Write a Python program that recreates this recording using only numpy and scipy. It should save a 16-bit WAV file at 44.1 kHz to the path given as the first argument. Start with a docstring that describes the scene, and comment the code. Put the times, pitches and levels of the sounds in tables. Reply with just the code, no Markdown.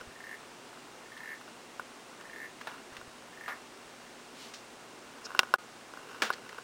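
"""Hiss and mains hum lie under an aquarium in a small room, and a hand settles on a camera's case.
Clawed frogs call at once: four accelerating trills, about a second apart, each snap of the larynx
ringing the tank and the room. From the second trill on, taps sound in the room and the case clicks;
after five seconds the grip shifts, the case rattles and knocks hardest, and the level dips briefly.
All along, a quick wobble of the recorder's sampling mirrors every sound faintly into the high treble."""
import sys
import numpy as np
from scipy import signal
from scipy.fft import rfft, irfft, next_fast_len
from scipy.io import wavfile
from scipy.ndimage import uniform_filter1d

SR = 44100
rng = np.random.default_rng(int(sys.argv[2]) if len(sys.argv) > 2 else 0)


def materialize(psi):
    """Save the field psi as 16-bit PCM at rate SR to the path in sys.argv[1].

    A 1-D psi becomes a single channel; in a 2-D psi each row is a channel.
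    """
    bounded = np.clip(np.atleast_2d(psi).T, -1, 1)
    quanta = np.round(bounded * 32767).astype(np.int16)
    wavfile.write(sys.argv[1], SR, quanta)


N = 292383
TIME = np.arange(N) / SR
HIT_TIME = TIME[:SR // 3]

# Tone of the room air and microphone hiss. Each row: frequency in Hz, relative level in dB.
AIR_CURVE = [(20, -21), (55, -13), (85, -17), (150, -6.5), (210, -4.5), (255, 1.5), (320, -2), (390, 0.5),
             (550, -2), (1100, -3), (1800, -7), (3500, -12), (6000, -15), (9900, -19.5)]
# The pump's mains hum and a faint electrical whine. Each row: frequency in Hz, rms level in dB.
HUM_TONES = [(120, -75.5), (240, -67), (360, -70), (720, -73.5), (5611, -78), (8000, -79)]
# Shifts of the grip. Each row: middle in seconds, half length in seconds, level in dB.
GRIP_SHIFTS = [(.01, 0.016, -47.5), (2.722, 0.066, -53), (5.355, 0.17, -53), (6.165, 0.13, -51),
               (6.57, 0.22, -52.5)]
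# Ring of the camera case. Each row: frequency in Hz, relative level in dB, 60 dB decay in seconds.
CASE_RESONANCES = [(366, -17.5, 0.075), (598, -1.5, 0.016), (770, -7, 0.048), (1046, 8, 0.016),
                   (1246, -22, .25), (1430, -25, 0.31), (1465, 9.5, 0.022), (1677, -7.5, 0.046),
                   (2240, -10, 0.0056), (2768, 11.5, 0.015), (3160, -5, 0.033), (3740, 1.5, 0.016),
                   (5270, 8.5, 0.0062), (5750, 0, 0.012), (9400, -18, 0.01)]
# Soft bumps of the hand. Each row: start in seconds, level in dB.
HAND_BUMPS = [(0.021, -48), (.073, -39), (.086, -44), (2.922, -46), (2.985, -47), (3.027, -49),
              (3.077, -42)]
# Finger slides. Each row: middle and half length in seconds, centre and width in Hz, level in dB.
FINGER_SLIDES = [(2.94, 0.022, 1070, 1190, -51), (4.432, 0.05, 3400, 4600, -50.5),
                 (5.256, 0.0063, 5400, 1530, -40)]
# The frogs' trills. 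Each row: start, length and first gap in seconds, ratio of each gap to the one
# before, full level in dB.
FROG_TRILLS = [(.1095, .236, .0521, .8234, -34.5), (1.0585, .273, .0607, .7878, -33),
               (2.1995, .258, .0544, .8041, -34), (3.3305, .191, .0439, .8054, -32.5)]
# The note of a frog's snap, then the tank's modes. Each row: frequency in Hz, relative level in dB,
# 60 dB decay in seconds.
SNAP_AND_TANK_MODES = [(1907, 7.5, 0.006), (1806, -16.5, 0.058), (1744, -27, 0.079), (2090, -32.5, 0.13),
                       (2700, -30, 0.021)]
# Taps in the room. Each row: start in seconds, level in dB, centre and width in Hz, reverb send in dB.
ROOM_TAPS = [(1.174, -42.5, 2600, 1800, -8), (2.611, -32, 1440, 1900, -14), (2.671, -28.5, 1160, 1010, -3),
             (2.966, -34, 2360, 1800, -12), (3.480, -26.5, 1180, 553, 4), (3.488, -36.5, 1200, 500, 3),
             (4.537, -37.5, 5030, 5000, 2), (6.220, -15, 1860, 5000, -0.5), (6.327, -34.5, 3600, 4020, -17),
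             (6.334, -32, 3600, 4000, -20), (6.491, -37, 2600, 4000, -20)]
# Tone of the tapped object. Each row: frequency in Hz, relative level in dB.
TAP_CURVE = [(65, -63), (110, -30), (235, 8.5), (289, 2.5), (632, -1), (776, 0.5), (1470, 2.5), (1590, 3),
             (2170, -1.5), (5590, -5.5), (11700, -21), (15000, -43)]
# Clicks of the case. Each row: start in seconds, level in dB, hardness in dB (more is brighter).
CASE_HITS = [(1.412, -40.5, -9), (1.479, -38.5, -12), (1.796, -24, -19), (2.211, -38, -7),
             (3.013, -36.5, -14), (5.305, -30.5, -22), (5.317, -34, -15), (5.349, -22, -18),
             (5.392, -9, 1.5), (5.432, -23, -11), (5.539, -6.5, -16), (5.937, -33, -14),
             (5.973, -32.5, -18), (6.156, -44, -17), (6.303, -14, -20), (6.585, -30, -21)]


def undb(db):
    """Decibels to gain."""
    return 10 ** (np.asarray(db) / 20)


def unit(x):
    """Scale to rms 1."""
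    return x / np.sqrt(np.mean(x ** 2))


def unit_peak(x):
    """Scale a hit so that its envelope peaks at 1."""
    return x / np.sqrt(2 * uniform_filter1d(x ** 2, SR // 1000, mode="constant").max())


def add(out, s, sound):
    """Mix a sound in from time s on."""
    start = max(int(s * SR), 0)
    out[start:start + len(sound)] += sound[:N - start]


def colour(x, curve):
    """Causal EQ that follows a (Hz, dB) curve, built from the cepstrum."""
    size = next_fast_len(len(x) + SR // 10)
    size += size % 2
    hz, db = np.transpose(curve)
    gain = undb(np.interp(np.log(np.fft.rfftfreq(size, 1 / SR) + 1), np.log(hz), db))
    cepstrum = irfft(np.log(gain))[:size // 2]
    cepstrum[1:] *= 2
    return irfft(rfft(x, size) * np.exp(rfft(cepstrum, size)))[:len(x)]


def band(x, hz, width_hz):
    """One resonant band-pass."""
    return signal.lfilter(*signal.iirpeak(hz, hz / width_hz, fs=SR), x)


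def lowpass(x, hz):
    """Steep high cut."""
    return signal.sosfilt(signal.ellip(10, .2, 70, hz, fs=SR, output="sos"), x)


def ring(hz, db, t60):
    """One struck mode: a decaying sine."""
    return undb(db - 60 * HIT_TIME / t60) * np.sin(2 * np.pi * hz * HIT_TIME)


def swell(s, half_s):
    """Bell-shaped fade in and out around time s."""
    return np.exp(-((TIME - s) / half_s) ** 2 / 2)


def room(t60, build_s):
    """Diffuse tail of the small room, energy 1; it builds as the first reflections arrive."""
    build_up = 1 - np.exp(-(HIT_TIME / build_s) ** 2)
    tail = rng.standard_normal(len(HIT_TIME)) * undb(-60 * HIT_TIME / t60) * build_up
    return tail / np.sqrt(np.sum(tail ** 2))


def hiss_and_hum(air_db=-51, air_top_hz=10000, whirr_hz=2770, whirr_db=-70):
    """The bed: smooth hiss with a narrow whirr in it, over the pump's steady hum."""
    air = unit(lowpass(colour(rng.standard_normal(N), AIR_CURVE), air_top_hz))
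    whirr = unit(band(rng.standard_normal(N), whirr_hz, width_hz=55))
    hum = sum(undb(db) * np.sin(2 * np.pi * (hz * TIME + rng.random())) for hz, db in HUM_TONES)
    return undb(air_db) * air + undb(whirr_db) * whirr + np.sqrt(2) * hum


def case_ring(split_hz=2000):
    """Body and treble ring of the struck case; neighbouring modes swing in opposite directions."""
    modes = np.array([(-1) ** k * ring(*mode) for k, mode in enumerate(CASE_RESONANCES)])
    low = np.array(CASE_RESONANCES)[:, 0] < split_hz
    return unit_peak(modes[low].sum(axis=0)), unit_peak(modes[~low].sum(axis=0))


def grip_rattle(contacts_per_s=400, spread_db=6, treble_db=-8, boom_hz=455, boom_db=-7):
    """As the grip shifts, dense tiny contacts ring the camera's shell and boom in its hollow."""
    body, treble = case_ring()
    contacts = (rng.random(N) < contacts_per_s / SR) * undb(spread_db * rng.standard_normal(N))
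    contacts *= rng.choice([-1, 1], N)
    shell = signal.fftconvolve(contacts, body + undb(treble_db) * treble)[:N]
    hollow = band(band(contacts, boom_hz, width_hz=140), boom_hz, width_hz=140)
    grip = sum(undb(db) * swell(s, half_s) for s, half_s, db in GRIP_SHIFTS)
    return (unit(shell) + undb(boom_db) * unit(hollow)) * grip


def hand(bump_hz=90, bump_t60=0.022):
    """The hand bumps the camera with dull thuds; sliding fingers add brief swishes of friction."""
    out = np.zeros(N)
    for s, db in HAND_BUMPS:
        add(out, s, ring(bump_hz, db, bump_t60))
    for s, half_s, hz, width_hz, db in FINGER_SLIDES:
        friction = unit(band(band(rng.standard_normal(N), hz, width_hz), hz, width_hz))
        out += undb(db) * friction * swell(s, half_s)
    return out


def stray_ticks(ticks_per_s=6, level_db=-47, spread_db=2):
    """The held case ticks softly at random, ringing only its body modes."""
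    body, _ = case_ring()
    ticks = (rng.random(N) < ticks_per_s / SR) * undb(level_db - spread_db * rng.standard_normal(N))
    return signal.fftconvolve(ticks, body)[:N]


def trill(start, length, first_gap, gap_ratio, full_db, fastest_gap_s=.0135, first_db=-13.5, hold_s=.024):
    """Snaps as (s, dB): the larynx speeds up to its limit and swells to full level, then holds it."""
    steps = np.arange(np.ceil(length / fastest_gap_s))
    gaps = np.maximum(first_gap * gap_ratio ** steps, fastest_gap_s)
    times = np.r_[0, np.cumsum(gaps)]
    times = times[times < length + fastest_gap_s / 2]
    effort = np.interp(times, [0, length - hold_s], [undb(first_db), 1])
    return np.c_[start + times, full_db + 20 * np.log10(effort)]


def frogs(rise_s=0.0025, lead_s=0.00056, echo_s=0.012, echo_db=-12, room_db=-12,
          sharpen_hz_per_db=8, scatter_hz=15, scatter_db=0.6):
    """Each snap of the larynx swells for a few cycles and rings on in the tank; a wall returns it."""
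    out = np.zeros(N)
    (note_hz, note_db, note_t60), *tank_modes = SNAP_AND_TANK_MODES
    tank_ring = sum(ring(*mode) for mode in tank_modes)
    attack = 1 - np.exp(-(HIT_TIME / rise_s) ** 2)
    snaps = np.vstack([trill(*row) for row in FROG_TRILLS])
    usual_db = np.median(snaps[:, 1])
    for s, db in snaps:
        detune, force = rng.standard_normal(2)
        # harder snaps sound a little higher; the tank's modes stay put
        hz = note_hz + sharpen_hz_per_db * (db - usual_db) + scatter_hz * detune
        snap = unit_peak((ring(hz, note_db, note_t60) + tank_ring) * attack)
        snap *= undb(db + scatter_db * force)
        add(out, s - lead_s, snap)
        add(out, s + echo_s, snap * undb(echo_db))
    return out + undb(room_db) * signal.fftconvolve(out, room(t60=0.27, build_s=0.0091))[:N]


def taps(trim_db=-1, crack_t60=0.039, rise_s=0.00047):
    """Short cracks, each trailed by the room and coloured by the thing that was touched."""
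    out = np.zeros(N)
    envelope = undb(-60 * HIT_TIME / crack_t60) * (1 - np.exp(-HIT_TIME / rise_s))
    for s, db, hz, width_hz, send_db in ROOM_TAPS:
        crack = rng.standard_normal(len(HIT_TIME)) * envelope
        crack /= np.sqrt(np.sum(crack ** 2))
        tail = undb(send_db) * room(t60=0.25, build_s=0.0043)
        tap = band(colour(crack + tail, TAP_CURVE), hz, width_hz)
        add(out, s, undb(db + trim_db) * unit_peak(tap))
    return out


def case_clicks(trim_db=-1, edge_db=1, crack_db=-6, crack_t60=0.023, low_cut_hz=120):
    """Every click rings the case; hard contacts wake its upper modes and crack as the plastic gives."""
    out = np.zeros(N)
    body, treble = case_ring()
    for s, db, hardness_db in CASE_HITS:
        noise = rng.standard_normal(len(HIT_TIME))
        noise = band(band(noise, hz=2500, width_hz=2900), hz=2530, width_hz=3500)
        crack = unit_peak(noise * undb(-60 * HIT_TIME / crack_t60))
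        edge = unit_peak(treble + undb(crack_db) * crack)
        add(out, s, undb(db + trim_db) * (body + undb(hardness_db + edge_db) * edge))
    # so small an object hardly radiates bass
    return signal.sosfilt(signal.butter(2, low_cut_hz, "highpass", fs=SR, output="sos"), out)


def scene():
    """The mono mix: frogs, handling noise and taps over the bed."""
    mix = frogs() + case_clicks() + stray_ticks() + grip_rattle() + taps() + hand() + hiss_and_hum()
    return mix[None]


def record(dry, wobble_hz=12085, wobble_db=-7, noise_db=-70, top_hz=15900,
           dip_start_s=5.562, dip_end_s=5.584, dip_db=-24):
    """Wobbling sampling adds mirror tones that follow the wave's slope; then a brief dip, a high cut."""
    mirror = undb(wobble_db) * np.gradient(dry, axis=1) * np.cos(2 * np.pi * wobble_hz * TIME)
    wet = dry + mirror + undb(noise_db) * rng.standard_normal(N)
    dip = np.where((TIME > dip_start_s) & (TIME < dip_end_s), undb(dip_db), 1)
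    return lowpass(wet * uniform_filter1d(dip, size=64), top_hz)


dry = scene()
out = record(dry)
materialize(out)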